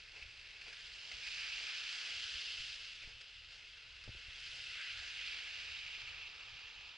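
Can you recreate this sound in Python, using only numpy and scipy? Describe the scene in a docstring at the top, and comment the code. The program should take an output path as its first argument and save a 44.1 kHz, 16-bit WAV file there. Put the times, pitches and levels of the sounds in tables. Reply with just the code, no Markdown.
"""A slushy street, where two cars pass while someone walks along holding a small camera with two sound ports.
The tyres are shaped noise: a roar and spray heard first from the right, then ahead, then from the right again.
Boots crunch as bursts of tiny clicks, and jolts thud through the hand as short fading tones.
A breeze rumbles on the ports over a low street hum, both made of slowly wavering noise.
The camera's housing colours the spray and the crunch."""
import sys
import numpy as np
from scipy import signal
from scipy.fft import rfft, irfft, next_fast_len
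from scipy.io import wavfile

SR = 44100
rng = np.random.default_rng(int(sys.argv[2]) if len(sys.argv) > 2 else 0)


def inscribe(sig):
    """Save sig as 16-bit PCM at rate SR to the path in sys.argv[1].

    A 1-D sig is mono; a 2-D sig holds one channel per row.
    Samples are clipped to [-1, 1] before scaling.
    """
    pcm = np.round(np.clip(np.atleast_2d(sig).T, -1, 1) * 32767)
    wavfile.write(sys.argv[1], SR, pcm.astype(np.int16))


N = 307377   # length in samples, about 7 s

# Street hum. Each row: time in seconds, level in dB.
HUM_LEVEL = [(0, -74.5), (.4, -74.5), (.7, -73), (1.2, -71), (2.1, -74), (2.5, -71), (2.9, -76.5),
             (3.1, -75), (3.35, -78), (3.9, -76.5), (4.1, -75), (4.4, -75), (4.8, -74.5), (5.2, -71.5),
             (5.8, -73), (6.2, -73), (6.97, -75)]
# Tone of the hum. Each row: pitch in Hz, relative strength in dB per Hz.
HUM_COLOUR = [(88, -45.5), (150, -5.5), (188, -7.5), (253, -13.5), (464, -2.5), (684, -7), (1040, -5),
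              (1300, -4), (1690, -26), (2860, -120)]
# Low drone of the cars. Each row: pitch in Hz, relative strength in dB per Hz.
DRONE_COLOUR = [(150, -40), (220, -6.5), (300, -2), (400, -8), (600, -40)]
DRONE_DB, DRONE_FOLLOWS = -88, 0.6   # average level in dB, share of the spray's rise and fall

# Breeze on the ports. Each row: time in seconds, level in dB.
BREEZE_LEVEL = [(0.0, -67.5), (0.85, -69), (1.12, -72), (1.16, -61), (1.22, -69.5), (1.98, -75.5),
                (2.27, -66), (2.29, -85), (2.35, -58), (2.39, -77), (2.58, -67), (2.6, -60), (2.66, -68),
                (2.99, -71.5), (3.07, -62), (3.3, -77), (3.36, -67.5), (3.78, -72), (4.06, -63.5),
                (4.1, -54), (4.23, -73), (4.29, -63), (4.33, -67), (4.64, -65.5), (4.85, -77), (4.95, -66),
                (5.12, -69.5), (5.82, -68), (5.86, -64), (5.9, -71.5), (6.09, -65), (6.33, -71.5),
                (6.54, -64.5), (6.74, -76), (6.76, -67), (6.97, -73.5)]
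# Tone of the breeze. Each row: pitch in Hz, relative strength in dB per Hz.
BREEZE_COLOUR = [(8.8, -28), (15, -3.5), (38, 2.5), (63, -0.5), (133, -9.5), (188, -31.5), (260, -29.5),
                 (340, -40), (570, -120)]
FLUTTER_DB = 1.3   # typical wavering of the breeze

# Jolts through the hand. Each row: start in seconds, strength in dB before softening, pitch in Hz,
# time to fade by 60 dB in seconds, first swing (1 up, -1 down).
JOLT_EVENTS = [(0.22, -53, 49.7, 0.14, 1), (0.255, -52, 54.7, 0.089, -1), (0.682, -54.5, 458, 0.044, 1),
               (1.141, -57, 76, 0.18, 1), (2.341, -49, 69, 0.068, 1), (2.602, -45.5, 59.7, 0.042, 1),
               (3.046, -52, 28.5, 0.23, -1), (3.074, -43.5, 80.4, 0.018, 1), (3.169, -53, 70, 0.05, 1),
               (4.06, -51, 25, 0.1, -1), (4.076, -49, 523, 0.018, -1), (4.078, -42, 110, 0.021, -1),
               (4.09, -37, 105, 0.04, 1), (4.0914, -57, 333, 0.017, 1), (4.098, -47, 32, 0.08, 1),
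               (4.128, -53, 65.6, 0.13, -1), (4.146, -57.5, 380, 0.035, -1), (4.152, -50, 62, .06, 1),
               (4.166, -48, 40, 0.066, 1), (4.283, -46.5, 71, 0.057, -1), (4.992, -54, 71, 0.15, 1),
               (5.7, -57, 74.6, 0.16, 1), (5.839, -67, 59, 0.043, 1)]
JOLT_LEFT, JOLT_LEFT_HZ = 0.21, 70.0   # share added at the left and taken off at the right, above this Hz

# Boots in slush. Each row: start in seconds, knock in dB, crunch in dB, ring of the crunch in dB,
# length in seconds (the press is strongest at half of it).
STEPS = [(0.126, -71, -65, -65, 0.057), (0.161, -75, -65, -57, 0.008), (0.174, -72.5, -65, -66, 0.02),
         (0.215, -78, -62, -56, 0.005), (0.223, -82, -62, -49.5, 0.0079), (0.612, -72, -55, -55, 0.01),
         (0.636, -74, -67, -58, 0.007), (0.663, -63, -63, -55, 0.011), (0.677, -70, -57, -67, 0.013),
         (0.693, -72, -65, -62, 0.015), (0.727, -66, -52, -65, 0.0056), (1.113, -67, -52, -50, 0.012),
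         (1.267, -90, -54, -44.5, 0.013), (1.562, -70.5, -64, -73, 0.065), (2.032, -69, -67, -59, 0.077),
         (3.016, -72, -57.5, -55, 0.028), (3.067, -71, -62, -62, 0.032), (3.205, -72, -55, -75, 0.015),
         (3.501, -76.5, -59, -68, 0.06), (4.038, -79, -54, -64, 0.0069), (4.076, -60.5, -66, -70, 0.0053),
         (4.089, -64, -68, -70, 0.007), (4.105, -79, -69, -67, 0.012), (4.145, -72, -73, -70, 0.008),
         (4.16, -76, -76, -70, 0.01), (4.186, -76, -57, -63, 0.003), (4.284, -75, -70, -68, 0.0056),
         (4.51, -71.5, -71, -73, 0.083), (5.013, -67, -64, -67, 0.026), (6.395, -73, -67, -74, 0.011)]
# Boot resonances, each passed through twice. Each row: pitch in Hz, width of one pass in Hz, strength in dB
# relative to the others.
SOLE = [(270, 110, -3.5), (462, 370, 10.5), (653, 440, 6), (1000, 400, -14.5)]
# Crunch is broader than spray. Each row: pitch in Hz, dB added to the housing's tone.
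CRUNCH_COLOUR = [(900, 0.5), (1500, 4), (2200, 3), (2700, -3.5), (3400, 0), (5000, 5), (7500, 4)]
CRUNCH_RING_HZ, CRUNCH_RING_WIDTH_HZ = 2450, 320   # crushed slush rings briefly

# Passing cars. Each row: time in seconds, spray level in dB, tyre roar in dB, sizzle in dB.
# Roar and sizzle count only by how they rise and fall against the spray.
TRAFFIC = [(0, -58, -70, -62.5), (.55, -55, -71.5, -60.5), (.7, -53.5, -65, -58.5),
           (1.08, -52.5, -63.5, -55.5), (1.3, -49, -62.5, -50.5), (1.5, -47, -59, -50),
           (2.05, -46, -56, -49), (2.4, -44.5, -56.5, -49.5), (2.7, -47, -61.5, -51),
           (2.76, -49, -62.5, -53), (2.98, -53, -68, -59), (3.28, -56.5, -69.5, -63),
           (3.95, -55.5, -68.5, -62.5), (4.3, -52, -63.5, -59), (4.55, -49, -62.5, -53),
           (4.85, -45, -56, -53.5), (5.05, -49.5, -58, -53.5), (5.3, -45, -59, -52),
           (5.45, -48.5, -60, -53.5), (5.95, -49.5, -63.5, -55.5), (6.1, -52, -62, -58),
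           (6.2, -51, -63, -58), (6.35, -55, -65, -60), (6.97, -56.5, -65.5, -62.5)]
# Where the loudest tyres are. Each row: time in seconds, direction (0 ahead, 1 right),
# cover (0 in the open, 1 hidden by the snow bank).
BEARING = [(0, 0.27, 0.22), (.8, 0.39, 0.074), (1.3, 1, 0.58), (1.75, 0.67, 0.51), (2.3, 0.2, 0.2),
           (3.5, 0.046, 0.19), (4.7, 0.17, 0.013), (5.3, 0.82, 0.38), (5.9, 1, 0.78), (6.4, 0.84, 0.9),
           (6.97, 0.79, 1)]
# Spray as heard through the housing. Each row: pitch in Hz, relative strength in dB per Hz.
HOUSING = [(410, -38.5), (700, -31), (1060, -34.5), (1450, -6.5), (1690, -5.5), (1870, -10.5), (2570, -1),
           (2790, 1), (3880, -9), (5000, -7.5), (5470, -15), (8260, -30), (10700, -43), (14000, -81),
           (22000, -120)]
# Tone when hidden by the bank. Each row: pitch in Hz, dB added when fully hidden.
BANK = [(600, 5), (900, 17), (1150, 16), (1450, -8.5), (1850, -4), (2150, -7), (2600, 5), (3300, 3.5),
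        (4500, 2), (7000, 0.5), (10500, -13)]
# The ridge (strongest band) of the spray slides. Each row: time in seconds, level just under the ridge in dB.
UNDER_RIDGE = [(0, 2.5), (.56, 3), (1.05, -6), (1.28, 1.5), (1.48, 3), (1.56, -2.5), (1.65, 1), (1.7, 1),
               (1.8, -1), (2.05, -1.5), (2.15, -4), (2.5, -4.5), (2.95, 0), (3.3, -1), (3.9, 0.5),
               (4.7, -2.5), (4.8, 2.5), (4.88, -1.5), (5.05, -1.5), (5.4, -0.5), (6.0, 0.5), (6.13, 1.5),
               (6.3, 1.5), (6.97, 1)]
# How far each pitch follows that level. Each row: pitch in Hz, share of the level.
RIDGE_SWING = [(1800, 0.7), (2050, 0.54), (2350, 0.74), (2600, 0.51), (2950, -0.48), (3500, 0.019)]
MIST_FOLLOWS = 0.15   # near tyres are brighter: dB of fine mist per dB of spray, before each band's share
CLUMPS_FOLLOW = -0.25   # clumps merge into hiss as the spray swells: dB per dB of spray

# Tone of the scattered sound. 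Each row: pitch in Hz, dB added.
SCATTER_COLOUR = [(300, -20.5), (800, 10), (1500, 1), (2200, 5.5), (2700, -4.5), (3300, 2.5), (4800, -2.5),
                  (5700, 8), (6800, 8), (9000, 8)]
# Scattered share in dB: from ahead, extra from the right, then change per dB of spray.
SCATTER_DB, SCATTER_ASIDE_DB, SCATTER_FOLLOWS = -13, 2, -0.059

# Tone from ahead, where the ridge is higher and narrower. Each row: pitch in Hz, dB added.
AHEAD_RIDGE = [(1300, 2), (1550, -3), (1900, 1), (2150, 2.5), (2380, -5), (2520, 0.5), (2660, 2),
               (2850, -1.5), (3200, 0), (3800, 2)]
# Sound from ahead, left port against right. Each row: pitch in Hz, level gap in dB.
AHEAD_DB = [(800, 1), (1200, -4), (2100, 0.66), (3300, -0.1), (4800, -0.2), (6800, -0.5), (9500, 0)]
# Sound from ahead. Each row: pitch in Hz, phase by which the left leads in radians.
AHEAD_RAD = [(500, 0), (800, -.1), (1300, -.3), (2700, -.3), (4000, -.2), (5700, -.1), (6800, -.2),
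             (9800, -.1)]
# Tone from the right. Each row: pitch in Hz, dB added.
RIGHT_RIDGE = [(1500, 0.35), (2000, 6), (2300, 6), (2550, 1), (2850, -1.5), (3200, -3.5), (3800, 0.3),
               (4600, -0.3)]
# Sound from the right, left port against right. Each row: pitch in Hz, level gap in dB.
RIGHT_DB = [(600, 3.5), (1200, 5.5), (1650, 1.5), (2150, 2.5), (2700, -1), (3300, -7), (3950, -2),
            (4800, -2.5), (5700, -1), (6800, -5.5), (8200, -13), (9800, -3)]
# Sound from the right. Each row: pitch in Hz, phase by which the left leads in radians.
RIGHT_RAD = [(400, 0), (800, -.5), (1300, -.9), (2150, -.5), (2750, -.8), (3300, -.5), (3950, -.1),
             (4800, -.3), (5700, -.5), (6800, -1.1), (8200, -.8), (9800, -.4)]

HISS_DB, CUTOFF_HZ = -102, 10890   # level of the steady hiss, top of the sound


def from_db(db):
    """Turn decibels into gain."""
    return 10 ** (np.asarray(db) / 20)


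def rms_one(x):
    """Scale to an rms (average strength) of 1."""
    return x / np.sqrt(np.mean(x ** 2) + 1e-20)


def from_mean(x):
    """Keep only the rise and fall around the average."""
    return x - x.mean()


def in_time(rows):
    """Draw straight lines between the rows, giving each column one value a sample."""
    s, *columns = np.transpose(rows)
    return [np.interp(np.arange(N) / SR, s, column) for column in columns]


def at_hz(points, hz):
    """Read a curve at given pitches, with pitch on a log axis."""
    points = np.array(points)
    return np.interp(np.log(hz + 1), np.log(points[:, 0] + 1), points[:, 1])


def shaped(x, response):
    """Filter by a response given as a function of Hz."""
    size = next_fast_len(N + 4096)
    hz = np.arange(size // 2 + 1) * SR / size
    return irfft(rfft(x, size) * response(hz), size)[..., :N]


def drift(rate):
    """Slow random wandering of spread 1, made by smoothing noise twice above the rate in Hz."""
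    r = np.exp(-80 * np.pi * rate / SR)
    # one value per 40 samples is enough; the first 2000 let the filter settle
    noise = rng.standard_normal(N // 40 + 2002)
    slow = signal.lfilter([1], [1, -2 * r, r * r], noise)[2000:]
    return np.interp(np.arange(N) / 40, np.arange(len(slow)), rms_one(slow))


def grains(per_s, spread_db):
    """Random clicks of uneven size and either sign, scaled to rms 1."""
    size_db = spread_db * np.minimum(rng.exponential(1, N), 5)
    clicks = from_db(size_db) * rng.choice([-1, 1], N)
    return rms_one(clicks * (rng.random(N) < per_s / SR))


def resonance(x, hz, width_hz):
    """A two-pole resonance that passes one band, with gain 1 at its top."""
    r = np.exp(-np.pi * width_hz / SR)
    feed = np.array([1, 0, -1]) * (1 - r * r) / 2
    return signal.lfilter(feed, [1, -2 * r * np.cos(2 * np.pi * hz / SR), r * r], x)


def pressing(length):
    """Weight comes on, then eases; the peak of 1 is at half the length."""
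    age = np.arange(int(4 * abs(length) * SR)) / SR / abs(length)
    return np.e * 2 * age * np.exp(-2 * age)


def pair(colour, apart_db):
    """Coloured stereo noise of rms 1, mostly alike in both ports."""
    mid, side = shaped(rng.standard_normal((2, N)), lambda hz: from_db(at_hz(colour, hz)))
    return rms_one(mid + from_db(apart_db) * side * [[1], [-1]])


def ports(x, ridge, balance, lead):
    """One sound at both ports, with the tone, level gap and phase gap of its direction."""
    side = np.array([[.5], [-.5]])   # half of each gap goes to each port

    def response(hz):
        gain = from_db(at_hz(ridge, hz) + side * at_hz(balance, hz))
        return gain * np.exp(1j * side * at_hz(lead, hz))
    return shaped(x, response)


def street_hum(near_db):
    """Low noise wavers in level, and the cars' drone swells along with their spray."""
    hum_db = in_time(HUM_LEVEL)[0] + 1.0 * drift(14.0) + 0.8 * drift(23.0)
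    hum = from_db(hum_db) * pair(HUM_COLOUR, apart_db=-8.0)
    drone = from_db(DRONE_DB + DRONE_FOLLOWS * near_db) * pair(DRONE_COLOUR, apart_db=-10.5)
    return hum + drone


def breeze():
    """Air on the ports is deep fluttering noise, nearly alike in both."""
    level_db = in_time(BREEZE_LEVEL)[0] + FLUTTER_DB * drift(12.0)
    return from_db(level_db) * pair(BREEZE_COLOUR, apart_db=-26.5)


def jolts():
    """Each jolt makes the camera body swing as a fading sine, softened above 500 Hz."""
    out = np.zeros(N)
    age = np.arange(SR // 3) / SR
    for s, db, hz, t60, swing in JOLT_EVENTS:
        at = round(s * SR)
        fading = from_db(db - 60 * age / t60)
        out[at:at + len(age)] += np.sign(swing) * fading * np.sin(2 * np.pi * hz * age)
    out = signal.sosfilt(signal.butter(1, 500.0, fs=SR, output="sos"), out)
    uneven = signal.sosfilt(signal.butter(1, JOLT_LEFT_HZ, "high", fs=SR, output="sos"), out)
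    return out + JOLT_LEFT * uneven * [[1], [-1]]


def boots():
    """Each step crushes grains: a knock in the sole, and a crunch in the air that may ring."""
    weight = np.zeros((3, N + SR))   # knock, crunch and ring over time
    for s, *levels_db, length in STEPS:
        press = pressing(length)
        at = round(s * SR)
        weight[:, at:at + len(press)] += from_db(levels_db)[:, None] * press
    knock, crunch, ringing = weight[:, :N]
    grit = grains(per_s=4400.0, spread_db=2.5) + 1e-18
    sole = 0
    for hz, width, db in SOLE:
        sole = sole + from_db(db) * resonance(resonance(grit, hz, width), hz, width)
    air = rms_one(shaped(grit, lambda hz: from_db(at_hz(HOUSING, hz) + at_hz(CRUNCH_COLOUR, hz))))
    ring = rms_one(resonance(air, CRUNCH_RING_HZ, CRUNCH_RING_WIDTH_HZ))
    return knock * rms_one(sole), crunch * air + ringing * ring


def slush_noise(spray_db, clumps_db=-7):
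    """Three hisses, one direct and two scattered, share short bursts where clumps of slush break up."""
    noise = rng.standard_normal((3, N))
    clumps = np.convolve(abs(grains(per_s=300.0, spread_db=0.5)), pressing(0.002))[:N]
    clumps = np.minimum(rms_one(clumps), 2.2)   # cap the strongest bursts
    gain = from_db(clumps_db + CLUMPS_FOLLOW * from_mean(spray_db))
    return noise * np.sqrt(1 + (gain * clumps) ** 2)


def tyres(hidden, splash_db=0.3, patchy_db=0.78):
    """Spray hiss is cut into bands that swell together with the cars and also waver alone."""
    spray_db, roar_db, sizzle_db = in_time(TRAFFIC)
    roar_swing = from_mean(roar_db - spray_db)
    sizzle_swing = from_mean(sizzle_db - spray_db)
    mist_swing = from_mean(MIST_FOLLOWS * spray_db)
    under_db, = in_time(UNDER_RIDGE)
    size = next_fast_len(N)
    hz = np.arange(size // 2 + 1) * SR / size
    spectrum = rfft(slush_noise(spray_db), size) * from_db(at_hz(HOUSING, hz))
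    spectrum /= np.sqrt(np.mean(irfft(spectrum[0], size) ** 2))   # direct hiss to rms 1
    centres = np.geomspace(600, 11000, num=25)   # Hz
    place = np.interp(np.log(hz + 1), np.log(centres), np.arange(len(centres)))
    splash = splash_db * (drift(2.8) + drift(30.0))   # shared by all bands
    out = 0
    for k, centre in enumerate(centres):
        # each band fades into its neighbours
        band = irfft(spectrum * np.maximum(1 - abs(place - k), 0), size)[:, :N]
        # the pairs below are pitch in Hz and the share of the swing
        colour = at_hz([(1600, 1), (2300, 0.049)], centre) * roar_swing
        colour += at_hz([(2900, 0.15), (3900, 0.62), (5000, 1.3), (6500, 1.4)], centre) * sizzle_swing
        colour += at_hz([(5000, 0.4), (6500, 0.85)], centre) * mist_swing
        colour += hidden * at_hz(BANK, centre) + under_db * at_hz(RIDGE_SWING, centre)
        patchy = patchy_db * at_hz([(3000, 0.89), (5500, 0.89), (8000, 1.6)], centre) * drift(14.7)
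        out = out + band * from_db(spray_db + colour + splash + patchy)
    return out[0], out[1:]


def scene():
    """Hum, breeze, walker and traffic add up at the two ports."""
    aside, hidden = np.clip(in_time(BEARING), 0, 1)
    near_db = from_mean(in_time(TRAFFIC)[0])
    background = street_hum(near_db) + breeze()
    knock, crunch = boots()
    direct, scattered = tyres(hidden)
    ahead = ports(direct * (1 - aside) + crunch, AHEAD_RIDGE, AHEAD_DB, AHEAD_RAD)
    right = ports(direct * aside, RIGHT_RIDGE, RIGHT_DB, RIGHT_RAD)
    scatter_db = SCATTER_DB + SCATTER_ASIDE_DB * aside + SCATTER_FOLLOWS * near_db
    around = shaped(scattered * from_db(scatter_db), lambda hz: from_db(at_hz(SCATTER_COLOUR, hz)))
    return background + jolts() + knock + ahead + right + around


def record(dry):
    """The top is cut steeply, and a faint steady hiss lies under all."""
    steep = signal.ellip(12, .3, 50, CUTOFF_HZ, fs=SR, output="sos")   # ripple 0.3 dB, 50 dB down above
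    return signal.sosfilt(steep, dry) + from_db(HISS_DB) * rng.standard_normal(dry.shape)


dry = scene()
out = record(dry)
inscribe(out)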